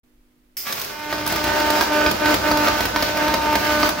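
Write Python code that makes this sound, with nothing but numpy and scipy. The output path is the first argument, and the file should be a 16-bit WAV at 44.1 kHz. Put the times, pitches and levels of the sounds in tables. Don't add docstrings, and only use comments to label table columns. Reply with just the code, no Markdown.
import sys
import numpy as np
from scipy import signal
from scipy.fft import rfft, irfft, next_fast_len
from scipy.io import wavfile
from scipy.ndimage import map_coordinates

SR = 44100
rng = np.random.default_rng(int(sys.argv[2]) if len(sys.argv) > 2 else 0)


def digitize_waveform(pressure):
    field = np.atleast_2d(pressure).T
    bounded = np.clip(field, -1, 1)
    quanta = np.round(bounded * 32767).astype(np.int16)
    wavfile.write(sys.argv[1], SR, quanta)


N = 176400
T = np.arange(N) / SR
BURN_START_S, BURN_RISE_S = 0.633, 0.021
LEFT_RIGHT = np.array([[.5], [-.5]])
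# t/s, relative level/dB
ARC_STRENGTH = [(.88,-38),(1.0,-30),(1.12,-27.5),(1.3,-27),(1.5,-22.5),(1.79,-19),(1.83,-39),(1.895,-24),(1.915,-18.5),(2.095,-18.5),(2.12,-50),(2.195,-29),(2.22,-19),(2.33,-17),(2.34,-33),(2.41,-37),(2.44,-21),(2.69,-18.5),(2.79,-24.5),(2.92,-36.5),(2.95,-23),(3.05,-27.5),(3.26,-19),(3.41,-26),(3.44,-21),(3.54,-19.5),(3.57,-27.5),(3.7,-19.5),(3.875,-21),(3.893,-53),(4.0,-21)]


def amp(db):
    return 10 ** (np.asarray(db) / 20)


def unit(x):
    return x / np.sqrt(np.mean(x ** 2) + 1e-20)


def along(points, hz):
    f, values = np.transpose(points)
    return np.interp(np.log(hz + 1), np.log(f + 1), values)


def curve(points):
    return np.interp(T, *np.transpose(points))


def fade_in(start_s, rise_s):
    return np.clip((T - start_s) / rise_s, 0, 1)


def wobble(knots_per_s):
    return map_coordinates(rng.standard_normal(1000), [T * knots_per_s], mode="mirror")


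def filtered(x, response):
    size = next_fast_len(N + SR // 2)
    return irfft(rfft(x, size) * response(np.fft.rfftfreq(size, 1 / SR)), size)[..., :N]


def coloured(x, spectrum):
    return filtered(x, lambda hz: amp(along(spectrum, hz)))


def clicks(x, spectrum, size=4096):
    cepstrum = irfft(np.log(amp(along(spectrum, np.fft.rfftfreq(size, 1 / SR)))))
    cepstrum[1:size // 2] *= 2
    cepstrum[size // 2 + 1:] = 0
    click = irfft(np.exp(rfft(cepstrum)))
    return signal.fftconvolve(x, click / np.abs(click).max())[:N]


def impulses(times, sizes):
    at = np.clip(times * SR, 0, N)
    i = at.astype(int)
    before = np.bincount(i, sizes * (1 - at + i), N + 2)[:N]
    after = np.bincount(i + 1, sizes * (at - i), N + 2)[:N]
    return before + after


def decays(x, t60_s):
    return signal.fftconvolve(x, amp(-60 * T[:SR // 4] / t60_s))[:N]


def grains(per_s, spread_db):
    occurs = rng.random(N) < per_s / SR
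    return occurs * amp(spread_db * np.minimum(rng.exponential(size=N), 4))


def diffuse(pair, hz):
    # f/Hz, correlation
    coherence = [(60, 0.94), (250, 0.91), (500, 0.13), (1000, 0.033), (3000, 0.0067), (15000, 0.0074)]
    angle = np.arccos(np.clip(along(coherence, hz), -1, 1)) / 2
    mid, side = pair[0] * np.cos(angle), pair[1] * np.sin(angle)
    return np.array([mid + side, mid - side])


def diffuse_noise():
    spectra = rfft(rng.standard_normal((2, N)))
    return irfft(diffuse(spectra, np.fft.rfftfreq(N, 1 / SR)), N)


def room(x, wet_db, changes=5, size=16384):
    # f/Hz, T60/s
    t60 = [(100, 0.46), (500, 0.77), (2000, 0.27), (6000, 0.52), (15000, .2)]
    reverb = np.zeros((2, N + size))
    step = N // changes
    for centre in range(0, N + 1, step):
        hz, t, noise = signal.stft(rng.standard_normal((2, size)), SR, nperseg=256)
        decay = amp(-60 * t / along(t60, hz)[:, None])
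        build_up = 1 - np.exp(-t / 0.0013)
        tail = signal.istft(diffuse(noise, hz[:, None]) * decay * build_up, SR, nperseg=256)[1][:, :size]
        start, end = max(centre - step, 0), min(centre + step, N)
        crossfade = np.cos(np.pi / 2 * (np.arange(start, end) - centre) / step)
        wet = signal.fftconvolve(x[None, start:end] * crossfade, tail / np.linalg.norm(tail[0]), axes=1)
        reverb[:, start:start + wet.shape[1]] += wet
    return (x + amp(wet_db - 0.5) * reverb[:, :N]) / np.hypot(1, amp(wet_db))


def floor_bounce(x, delay_s=.0032, echo_db=-4):
    return filtered(x, lambda hz: 1 + amp(echo_db) * np.exp(-2j * np.pi * hz * delay_s))


def arc_gain(exponent, reference_db=-20.5):
    return amp(exponent * (curve(ARC_STRENGTH) - reference_db)) * fade_in(BURN_START_S, BURN_RISE_S)


def hum():
    # f/Hz, level/dB
    partials = [(150.7, -84), (247.6, -66.5), (301.5, -71), (349.9, -74.5), (452.2, -84), (500.6, -84),
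                (597.5, -87)]
    # f/Hz, relative level/dB
    ambient_spectrum = [(15,-0.5), (28,6.5), (60,-10), (150,-18), (400,-18.5), (800,-25), (2000,-26),
                        (7500,-35), (15500,-32)]
    tones = sum(amp(db) * np.sqrt(2) * np.sin(2 * np.pi * (hz * T + rng.random())) for hz, db in partials)
    ambient = amp(-59) * unit(coloured(diffuse_noise(), ambient_spectrum))
    return (amp(0.5 - 3 * LEFT_RIGHT) * tones + ambient) * fade_in(0.032, 0.0043)


def boom():
    # f/Hz, bandwidth/Hz, relative level/dB
    modes = [(62, 6, 0), (95, 11, -5), (125, 16, -10), (158, 10, -7), (192, 10, -4), (220, 10, -5)]
    # t/s, level/dB
    level = [(.68,-57),(1.1,-48),(1.15,-38.5),(1.45,-34),(1.9,-46),(2.1,-30),(2.25,-38),(2.5,-31),(2.9,-35.5),(3.4,-33.5),(4,-35.5)]

    def response(hz):
        return sum(amp(db) * 1j * hz * width / (f0 * f0 - hz * hz + 1j * hz * width)
                   for f0, width, db in modes)

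    rumble = unit(filtered(diffuse_noise(), response))
    return rumble * amp(curve(level)) * fade_in(BURN_START_S, BURN_RISE_S)


def sizzle():
    # t/s, relative level/dB
    level = [(.68,-30.5),(.82,-34),(.92,-37.5),(1.1,-33.5),(1.14,-27.5),(1.25,-31),(1.3,-27),(1.5,-27),(1.8,-23.5),(1.89,-30.5),(1.93,-24),(2.1,-29),(2.13,-32.5),(2.2,-28),(2.24,-27),(2.33,-21),(2.38,-30),(2.46,-29),(2.72,-23.5),(2.92,-31),(2.97,-26.5),(3.4,-31.5),(3.6,-25.5),(3.86,-24.5),(3.92,-38),(4,-31)]
    # f/Hz, relative level/dB
    spectrum = [(25,-38), (70,-7), (180,-7), (320,-3), (550,-3.5), (1450,-0.5), (2500,-1.5), (3400,-6.5),
                (5000,-6), (6500,-12.5), (8800,-21), (12000,-16), (15500,-7.5)]
    sparks = grains(per_s=5000, spread_db=6.5) * rng.choice([-1, 1], N)
    envelope = amp(curve(level) + 2.5 + 1.7 * wobble(45)) * fade_in(BURN_START_S, BURN_RISE_S)
    return unit(clicks(sparks, spectrum)) * envelope


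def crackle():
    # f/Hz, relative level/dB
    spectrum = [(10,-43), (35,-9), (70,-1), (150,-25.5), (350,0.5), (700,1), (1100,-4), (1500,0.5),
                (2500,-7.5), (3500,-12.5), (5000,-16), (8000,-30.5), (15000,-43)]
    pops = unit(floor_bounce(clicks(-grains(per_s=1500, spread_db=3.0), spectrum)))
    flicker = amp(-28.5 + 3.7 * wobble(25.1))
    return pops * flicker * arc_gain(exponent=0.72) * fade_in(1.2, 0.011)


def ignition(strike_s=.5688, flare_s=0.667):
    # f/Hz, relative level/dB
    spectrum = [(30,-35), (120,-11), (400,-18.5), (1500,-15.5), (2500,-7.5), (3900,-15.5), (5000,-2.5),
                (7000,-11.5), (9000,-14.5), (11600,-7.5), (12900,-1), (15600,0.5)]
    spark_t60_s, spit_t60_s = 0.032, 0.76
    flare_hold_s, fall_db_per_s = 0.19, 130
    age = np.maximum(T - strike_s, 0)
    spark = amp(-15 - 60 * age / spark_t60_s)
    spit = amp(-24 - 60 * age / spit_t60_s)
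    fall_db = fall_db_per_s * np.maximum(T - flare_s - flare_hold_s, 0)
    flare = amp(-33 - fall_db + 1.6 * wobble(76.4)) * fade_in(flare_s, .004)
    envelope = (spark + spit) * fade_in(strike_s, 0.00044) + flare
    return unit(coloured(rng.standard_normal(N), spectrum)) * envelope


def cracks():
    # t/s, relative thump level/dB, relative snap level/dB
    shorts = [(0.7256, -16, -16), (0.7973, -28, -22), (0.816, -39, -19), (.845, -34, -22),
              (0.991, -25, -33), (1.127, -4.5, -26), (1.182, -11, -36), (1.2642, -10.5, -18),
              (1.2756, -17, -15), (1.324, -5, -19), (1.3608, -7, -21), (1.441, -8, -19), (1.534, -23, -30),
              (1.601, -5, -23), (1.703, -5, -14), (1.8104, 0.5, -16.5), (1.824, -29, -27),
              (2.063, 1.5, -29), (2.1124, -4, -16.5), (2.2583, 0, -25), (2.3421, -1, -13.5),
              (2.514, 0, -21.5), (2.573, -5, -19), (2.673, 0, -34), (2.6825, 0, -20.5),
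              (2.8065, -3.5, -20.5), (2.8546, -3, -19.5), (2.9612, 2, -24), (3.0254, 1, -17.5),
              (3.172, -5, -21), (3.2814, -2.5, -24), (3.3404, -0.5, -16.5), (3.529, -6, -27),
              (3.5551, 1, -16), (3.831, 3.5, -30), (3.8908, -7, -16)]
    # f/Hz, relative level/dB
    thump_spectrum = [(8,-50), (30,1), (70,-4), (300,-1.5), (900,1.5), (1600,-3), (3000,-11.5), (5000,-8.5),
                      (9000,-47), (15000,-40)]
    snap_spectrum = [(300, -18), (2000, -3), (4000, -1), (6000, -1), (8500, -8), (12000, -2), (15500, 3)]
    times, thump_db, snap_db = np.transpose(shorts)
    collapses = impulses(times, -amp(thump_db - 1))
    ragged_tails = amp(-22) * decays(collapses, t60_s=0.03) * rng.standard_normal(N)
    thumps = floor_bounce(clicks(collapses + ragged_tails, thump_spectrum))
    snap_envelope = decays(impulses(times, amp(snap_db - 0.5)), t60_s=0.024)
    snaps = floor_bounce(snap_envelope * unit(coloured(diffuse_noise(), snap_spectrum)))
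    in_room = room(thumps + amp(4) * snaps.mean(0), wet_db=5)
    return amp(-6) * thumps + snaps + amp(-2.5) * in_room


def buzz():
    # t/s, f/Hz
    ripple = [(.9,299.8),(1.3,300.4),(1.65,301.2),(1.8,301.8),(1.95,300.2),(2.08,300.6),(2.2,300.6),(2.32,302.4),(2.42,299.6),(2.8,299.9),(3.2,300.6),(3.52,302),(3.62,300.4),(3.85,301.4),(4,300)]
    # f/Hz, relative level/dB
    full_spectrum = [(20,-60), (150,-24), (300,-7), (600,-1.3), (900,-.7), (1200,-6), (1500,-1), (1800,-11),
                     (2100,-16), (2400,-13.5), (3000,-16.5), (3500,-22), (5000,-24), (8000,-44)]
    thin_spectrum = [(20,-60), (150,-25), (300,-10), (600,-5), (900,-3), (1200,-9), (1500,1), (1800,-13),
                     (2100,-8), (2400,-13), (3000,-13), (4000,-22), (8000,-44)]
    wander_hz, jitter_s, scatter_db = 0.725, .00002, 1
    thin_db, full_db = -33, -24
    cycles = np.cumsum(curve(ripple) + wander_hz * wobble(14)) / SR
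    times = np.interp(np.arange(1, int(cycles[-1])), cycles, T)
    jitter, scatter = rng.standard_normal((2000, 2))[:len(times)].T
    pulses = impulses(times + jitter_s * jitter, amp(scatter_db * scatter))
    strength_db = curve(ARC_STRENGTH)
    fullness = np.clip((strength_db - thin_db) / (full_db - thin_db), 0, 1)
    full = fullness * unit(coloured(pulses, full_spectrum))
    thin = (1 - fullness) * unit(coloured(pulses, thin_spectrum))
    rasp = (full + thin) * amp(strength_db - 2) * fade_in(.86, .05)
    fundamental = np.cos(2 * np.pi * cycles) * amp(-33.5) * arc_gain(exponent=2.8)
    return room(rasp, wet_db=-6.5, changes=18) + fundamental


def scene():
    arc = boom() + buzz() + cracks()
    arc += room(crackle(), wet_db=1.5)
    arc += room(sizzle(), wet_db=6.5)
    arc += room(ignition(), wet_db=3.5, changes=2)
    low_cut = signal.butter(4, 50, "high", fs=SR, output="sos")
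    return hum() + signal.sosfilt(low_cut, arc)


def record(dry):
    # f/Hz, level/dB
    imbalance = [(60, 0.5), (110, -3), (200, -2), (380, 1), (700, 1.5), (1290, -5), (2380, -2.0),
                 (4400, -0.5), (8120, 0.5), (15000, -3.5)]
    right_lag_s, top_hz = .000025, 15850

    def microphones(hz):
        gain = amp(along(imbalance, hz) * LEFT_RIGHT)
        return gain * np.exp(2j * np.pi * hz * right_lag_s * LEFT_RIGHT)

    clipped = np.clip(filtered(dry, microphones), -.95, .95)
    return filtered(clipped, lambda hz: 1 / (1 + (hz / top_hz) ** 200))


dry = scene()
out = record(dry)
digitize_waveform(out)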